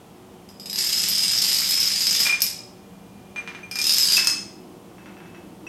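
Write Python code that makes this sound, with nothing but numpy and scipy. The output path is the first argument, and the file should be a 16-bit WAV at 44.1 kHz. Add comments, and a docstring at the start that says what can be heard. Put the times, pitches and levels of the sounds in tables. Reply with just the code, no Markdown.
"""Two rows of plastic dominoes topple on a hard floor in an echoing room with a humming fan.
The first row knocks over a light bulb, which rolls round and starts the second row;
that one knocks over another bulb, which rolls away ticking.
Tiles are coloured noise bursts with short modal rings; bulbs are dull pulses and ringing glass modes.
The fan is coloured noise with wavering tones; echoes come from decaying noise."""
import sys
import numpy as np
from scipy import signal
from scipy.fft import rfft, irfft
from scipy.io import wavfile
from scipy.ndimage import uniform_filter1d

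SR = 44100
rng = np.random.default_rng(int(sys.argv[2]) if len(sys.argv) > 2 else 0)


def log_audio(samples):
    """Write samples as a 16-bit WAV file to the path given in sys.argv[1]."""
    # one column per channel
    frames = np.atleast_2d(samples).T
    # limit to full scale, then quantise
    limited = np.clip(frames, -1, 1)
    pcm = np.round(limited * 32767).astype(np.int16)
    wavfile.write(sys.argv[1], SR, pcm)


N = 250488
TIME = np.arange(N) / SR
HIT_TIME = TIME[:2048]

# Colour of a tile contact: f/Hz, relative level/dB
CRACK_COLOUR = [(50, -38), (300, -17), (700, -38.5), (1300, -12.5), (2200, -3), (4000, 4), (6500, 3.5),
                (8300, 2.5), (10500, -5.5), (13000, -6.5), (15500, -28)]
# Running rows: t/s, relative level/dB, nominal main-ring pitch of the tiles f/Hz
LONG_ROW_COURSE = [(0.78, -23.5, 5032), (1.48, -20.5, 5042), (1.57, -21, 5140), (1.63, -22, 5150),
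                   (1.84, -20.5, 5180), (1.94, -23.5, 4870), (2.05, -20, 5045), (2.27, -20, 5104)]
SHORT_ROW_COURSE = [(3.885, -23.5, 5107), (4.0, -21.5, 5170), (4.08, -19.5, 4774), (4.18, -19, 5170)]


def undb(db):
    """Decibels to gain."""
    return 10 ** (np.asarray(db) / 20)


def unit(x):
    """Scale to rms 1."""
    return x / np.sqrt(np.mean(x ** 2))


def decay(t, t60_s):
    """Exponential decay by 60 dB in t60_s."""
    return np.exp(-np.log(1000) * t / t60_s)


def curve(rows, t, axis=1):
    """One column of a table of (t/s, ..) rows, read at the times t."""
    rows = np.array(rows)
    return np.interp(t, rows[:, 0], rows[:, axis])


def over_pitch(points, hz):
    """Read (f/Hz, value) points on a log-frequency axis."""
    f, value = np.transpose(points)
    return np.interp(np.log(np.maximum(hz, 1)), np.log(f), value)


def wander(count=50):
    """Random curve: straight lines through count evenly spaced unit-normal points."""
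    return np.interp(TIME, np.linspace(0, TIME[-1], count), rng.standard_normal(count))


def noise(points):
    """Steady noise of the given colour, rms 1."""
    spectrum = rfft(rng.standard_normal(N))
    gain = undb(over_pitch(points, np.fft.rfftfreq(N, 1 / SR)))
    return unit(irfft(spectrum * gain, N))


def snap(points, tilt_db_per_octave):
    """Minimum-phase pulse of the given colour, tilted about 1 kHz: its energy comes earliest."""
    n = len(HIT_TIME)
    hz = np.fft.rfftfreq(n, 1 / SR)
    level_db = over_pitch(points, hz) + tilt_db_per_octave * np.log2(1 + hz / 1000)
    cepstrum = irfft(np.log(undb(level_db)))
    return irfft(np.exp(rfft(2 * cepstrum[:n // 2], n)))


def contact(points, t60_s, tilt_db_per_octave=0):
    """Hard faces chatter for a moment as they meet; energy 1."""
    chatter = rng.standard_normal(len(HIT_TIME)) * decay(HIT_TIME, t60_s)
    burst = signal.fftconvolve(chatter, snap(points, tilt_db_per_octave))[:len(HIT_TIME)]
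    return burst / np.linalg.norm(burst)


def ring(modes, t, tune=1, colour_db=0):
    """Decaying sines of a struck body."""
    hz, db, t60_s = np.transpose(modes)
    sines = np.sin(2 * np.pi * np.outer(hz * tune, t))
    return undb(db + colour_db) @ (sines * decay(t, t60_s[:, None]))


def add(out, start_s, sound):
    """Mix a sound in at start_s."""
    i = int(np.clip(start_s * SR, 0, N - 1))
    out[i:i + len(sound)] += sound[:N - i]


def fan(tones_db=-2, waver=1.0, unsteady=0.00648, air_db=-46.5):
    """Soft rush of air with hum tones that waver in level and follow the unsteady speed."""
    # f/Hz, relative level per Hz/dB
    air_colour = [(15, -58), (25, -23.5), (108, -6), (145, -10), (185, 1), (223, -7.5), (256, -5),
                  (427, -11.5), (463, -11.5), (545, -16), (754, -12), (1160, -19), (1700, -27), (2500, -27),
                  (3150, -25.5), (3820, -30.5), (16000, -35.5)]
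    # nominal f/Hz, relative level/dB
    hum_tones = [(118.4, -60), (172.3, -57.5), (199.2, -52.5), (247.6, -61.5), (366.1, -54.5),
                 (468.3, -59.5), (581.4, -63.5), (742.9, -65.5)]
    turning_s = np.cumsum(1 + unsteady * wander(count=200)) / SR
    hum = 0
    for hz, db in hum_tones:
        swell = 1 + waver * (wander() + 1j * wander())
        tone = np.exp(2j * np.pi * (hz * turning_s + rng.random()))
        hum = hum + undb(db + tones_db) * np.real(swell * tone)
    return hum + noise(air_colour) * undb(air_db)


def tile_ring(s, tilt_db_per_octave, detune, colour_db):
    """Short ring of one tile, its modes varied at random; upward tilt favours the high modes."""
    # bending modes: nominal f/Hz, relative level/dB, t60/s
    bending_modes = [(4940, -20, 0.16), (5130, 3.5, 0.038), (7400, -42, 0.013), (11760, -9.5, 0.036),
                     (12850, -10.5, 0.023)]
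    hz = np.array(bending_modes)[:, 0]
    own_tune, own_colour = rng.standard_normal((2, len(hz)))
    main_hz = curve(np.vstack([LONG_ROW_COURSE, SHORT_ROW_COURSE]), s, axis=2)
    tune = main_hz / hz[1] * (1 + detune * own_tune)
    mode_db = colour_db * own_colour + tilt_db_per_octave * np.log2(hz / hz[1])
    return ring(bending_modes, HIT_TIME, tune, mode_db)


def single_tiles(hits, gain_db, ring_db, tilt_db_per_octave):
    """Tiles heard one by one: a crack and a short ring."""
    out = np.zeros(N)
    for s, db in hits:
        crack = contact(CRACK_COLOUR, 0.015, tilt_db_per_octave)
        body = undb(ring_db) * tile_ring(s, tilt_db_per_octave, detune=0.0073, colour_db=-0.5)
        add(out, s, undb(db + gain_db) * (crack + body))
    return out


def gathering_speed(start_s, first_gap_s, keep, full_db, count=7):
    """First tiles of a row as (t/s, dB): gaps shrink to a steady pace; blows harden with speed and weight."""
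    full_speed_gap_s, db_per_speed_doubling = 0.026, 7
    db_per_leaning_tile = 1.57  # weight builds up behind the front
    tile = np.arange(count)
    gaps_s = full_speed_gap_s + (first_gap_s - full_speed_gap_s) * keep ** tile
    speed_db = db_per_speed_doubling * np.log2(full_speed_gap_s / gaps_s)
    weight_db = db_per_leaning_tile * (tile - tile[-1])
    times_s = start_s + np.cumsum(gaps_s) - gaps_s
    return np.column_stack([times_s, full_db + speed_db + weight_db])


def starting_tiles():
    """Each row starts slowly, so its first contacts stand apart."""
    # first contact t/s, first gap/s, share of extra gap kept per tile, relative level once under way/dB
    row_starts = [(0.4892, 0.109, 0.41, -10.5), (3.7125, 0.044, 0.3, -5)]
    hits = np.vstack([gathering_speed(*start) for start in row_starts])
    return single_tiles(hits, gain_db=7.0, ring_db=-17, tilt_db_per_octave=0.5)


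def running_row(row, count, scatter_db=4, gain_db=-4.0, ring_db=-18, tilt_spread_db=2):
    """The falling front strikes tile after tile while those behind it bounce and settle."""
    start_s, end_s = row[0][0], row[-1][0]
    span_s = end_s - start_s
    times_s = start_s + span_s * (np.arange(count) + rng.uniform(-1, 1, count)) / count
    sizes = undb(scatter_db * np.clip(rng.standard_normal(count), -2, 2))
    sizes = sizes / np.sqrt(uniform_filter1d(sizes ** 2, size=9))
    tilts = tilt_spread_db * rng.standard_normal(count)
    out = np.zeros(N)
    for s, size, tilt in zip(times_s, sizes, tilts):
        body = undb(ring_db) * tile_ring(s, tilt, detune=0.0301, colour_db=3.0)
        click = contact(CRACK_COLOUR, 0.018, tilt) + body
        # energy for this contact's share of the row's time
        share = np.sqrt(SR * span_s / count) / np.linalg.norm(click)
        add(out, s, click * share * size * undb(curve(row, s) + gain_db))
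    return out


def hard_blows():
    """The hardest blows of single tiles stand out as bright cracks."""
    # t/s, relative level/dB
    blow_hits = [(0.9024, -8), (1.3558, -14.5), (1.4396, -1.5), (1.5299, -1.5), (1.7094, -0.5),
                 (2.2054, -2), (2.4049, -8.5), (2.4658, -6), (3.923, -1.5), (3.9834, 5), (4.0302, -3),
                 (4.1224, 1), (4.1694, -1), (4.2464, -5)]
    return single_tiles(blow_hits, gain_db=1.0, ring_db=-19.5, tilt_db_per_octave=3)


def spells(rows):
    """Gain that holds through each spell of rolling and fades on either side."""
    fade_db_per_s = 64
    gain = np.zeros(N)
    for start_s, end_s, db in rows:
        outside_s = np.abs(TIME - np.clip(TIME, start_s, end_s))
        gain += undb(db - fade_db_per_s * outside_s)
    return gain


def bulb(hits, glass, singing, knock_db=13, swell_s=0.0023, hardening=0.51, firm_db=-25):
    """A bulb's knocks and, apart from them, its shell's ring, struck or kept singing by grit as it rolls."""
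    # dull knock: f/Hz, relative level/dB
    knock_colour = [(50, -32), (200, -12), (550, -8.5), (1000, -0.5), (1500, 1.5), (2200, 2), (3500, -7),
                    (5000, -12.5), (8000, -24), (15000, -41)]
    t = TIME[:SR // 2]
    shell = ring(glass, t) * (1 - np.exp(-t / swell_s))
    grit = rng.standard_normal(N)
    knocks = np.zeros(N)
    rings = unit(signal.fftconvolve(grit, shell)[:N]) * spells(singing)
    for s, db, ring_db in hits:
        # a gentle knock stays in contact longer and so is duller
        pulse = snap(knock_colour, hardening * (db - firm_db))
        add(knocks, s, undb(db + knock_db) * pulse / np.linalg.norm(pulse))
        add(rings, s, undb(ring_db) * shell)
    return np.array([knocks, rings])


def first_bulb():
    """The first bulb knocks on floor and tiles, and its glass rings as it rolls."""
    # glass knocks: t/s, relative knock level/dB, relative ring level/dB
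    bulb_hits = [(2.255, -22.5, -15.5), (2.267, -13, -41), (2.294, -33, -11.5), (2.325, -24, -9.5),
                 (3.361, -25.5, -25), (3.381, -29, -22.5), (3.476, -23.5, -30), (3.549, -27.5, -34.5),
                 (3.631, -39, -31), (3.713, -35.5, -28.5), (3.758, -26, -25.5), (3.790, -29.5, -20.5)]
    # shell modes: f/Hz, relative level/dB, t60/s
    shell_modes = [(2406, 0, .15), (2462, -17, .12), (6180, -21, .12), (6218, -17.5, .14), (8242, -26, .14),
                   (11170, -35, .13)]
    # rolling spells: from t/s, to t/s, level/dB
    singing_spells = [(2.3, 2.579, -58.5), (2.98, 3.2, -73), (3.364, 3.75, -61)]
    return bulb(bulb_hits, shell_modes, singing_spells)


def slaps(ring_db=-23):
    """With nothing left to lean on, the last tile of each row claps flat on the floor and rings freely."""
    # slaps and bounce: t/s, relative level/dB, brightness/(dB per octave)
    slap_hits = [(2.4193, 7.5, 6.5), (2.4236, -13, 22), (4.272, 7, 0)]
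    # air clap under a flat tile: f/Hz, relative level/dB
    clap_colour = [(100, -79), (1000, -15), (2700, -7.5), (5000, 3), (8000, 0.5), (12000, -5), (16000, -15)]
    out = np.zeros(N)
    for s, db, tilt in slap_hits:
        body = undb(ring_db) * tile_ring(s, tilt, detune=0.0012, colour_db=2)
        add(out, s, undb(db) * (contact(clap_colour, 0.008, tilt) + body))
    return out


def second_bulb():
    """The second bulb knocks and rings, then ticks on its screw cap as it rolls away."""
    # glass knocks: t/s, relative knock level/dB, relative ring level/dB
    bulb_hits = [(4.169, -33, -11), (4.181, -14.5, -38), (4.196, -24, -14.5), (4.272, -21.5, -19.5),
                 (4.983, -38, -49), (5.667, -35, -29)]
    # shell modes: f/Hz, relative level/dB, t60/s
    shell_modes = [(2613, -2.5, 0.31), (2645, -9, 0.13), (5720, -13.5, 0.2), (8200, -28, .1)]
    # rolling spells: from t/s, to t/s, level/dB
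    singing_spells = [(4.88, 5.55, -71)]
    return bulb(bulb_hits + cap_ticks(), shell_modes, singing_spells)


def rumble(waver_db=2.0):
    """The rolling second bulb sets the floor rumbling, a little unevenly."""
    # f/Hz, relative level/dB
    rumble_colour = [(100, -36.5), (220, -18), (320, 1), (420, -17.5), (700, -17), (1500, -40.5),
                     (4000, -44)]
    from_s, rise_s, roll_db = 4.2, 0.078, -49
    onset = np.clip((TIME - from_s) / rise_s, 0, 1)
    return noise(rumble_colour) * onset * undb(roll_db + waver_db * wander())


def cap_ticks(count=6, scatter_db=2):
    """Light, uneven knocks of a screw cap rolling over the floor as (t/s, knock dB, ring dB)."""
    from_s, to_s, tick_db, ring_db = 5.03, 5.35, -37.5, -49.5
    times_s = from_s + (to_s - from_s) * (np.arange(count) + rng.random(count)) / count
    scatter = scatter_db * rng.standard_normal(count)
    return [(s, tick_db + db, ring_db + db) for s, db in zip(times_s, scatter)]


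def room_response(build_s=0.00053, first_s=0.0014):
    """Dense wall echoes of energy 1; each pitch has its own decay, longest in the middle range."""
    # reverberation: f/Hz, t60/s
    room_decay = [(200, 0.11), (1200, 0.47), (2500, 0.56), (5000, 0.48), (8000, 0.46), (15000, 0.2)]
    hz, frames_s, cells = signal.stft(rng.standard_normal(SR), SR, nperseg=256)
    fading = cells * decay(frames_s, over_pitch(room_decay, hz)[:, None])
    tail = signal.istft(fading, SR)[1][:SR]
    tail = tail * (1 - np.exp(-np.maximum(TIME[:SR] - first_s, 0) / build_s))
    return tail / np.linalg.norm(tail)


def room(sound, count=16):
    """The sound travels across the floor, so the wall-echo pattern changes from block to block."""
    out, step = np.zeros(N), N // count + 1
    for i in range(0, N, step):
        add(out, i / SR, signal.fftconvolve(sound[i:i + step], room_response()))
    return out


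def scene(wet_db=1, first_wet_db=3, slap_wet_db=0, knock_wet_db=3, glass_wet_db=-10):
    """Tiles and bulbs sound into the room over the fan."""
    first = starting_tiles()
    rows = running_row(LONG_ROW_COURSE, count=240) + running_row(SHORT_ROW_COURSE, count=46)
    tiles = rows + hard_blows()
    knocks, rings = first_bulb() + second_bulb()
    claps = slaps()
    tile_send = undb(wet_db) * tiles + undb(first_wet_db) * first + undb(slap_wet_db) * claps
    echoes = room(tile_send + undb(knock_wet_db) * knocks)
    glass_echoes = undb(glass_wet_db) * signal.fftconvolve(rings, room_response())[:N]
    direct = first + tiles + claps + knocks + rings
    return (direct + echoes + glass_echoes + rumble() + fan())[None]


def record(dry, mic_hz=14800, top_hz=16100):
    """The microphone rolls off the highest treble and the recorder cuts the rest."""
    mic = signal.butter(2, mic_hz, fs=SR, output="sos")
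    cut = signal.ellip(10, 0.2, 80, top_hz, fs=SR, output="sos")
    return signal.sosfilt(cut, signal.sosfilt(mic, dry))


dry = scene()
out = record(dry)
log_audio(out)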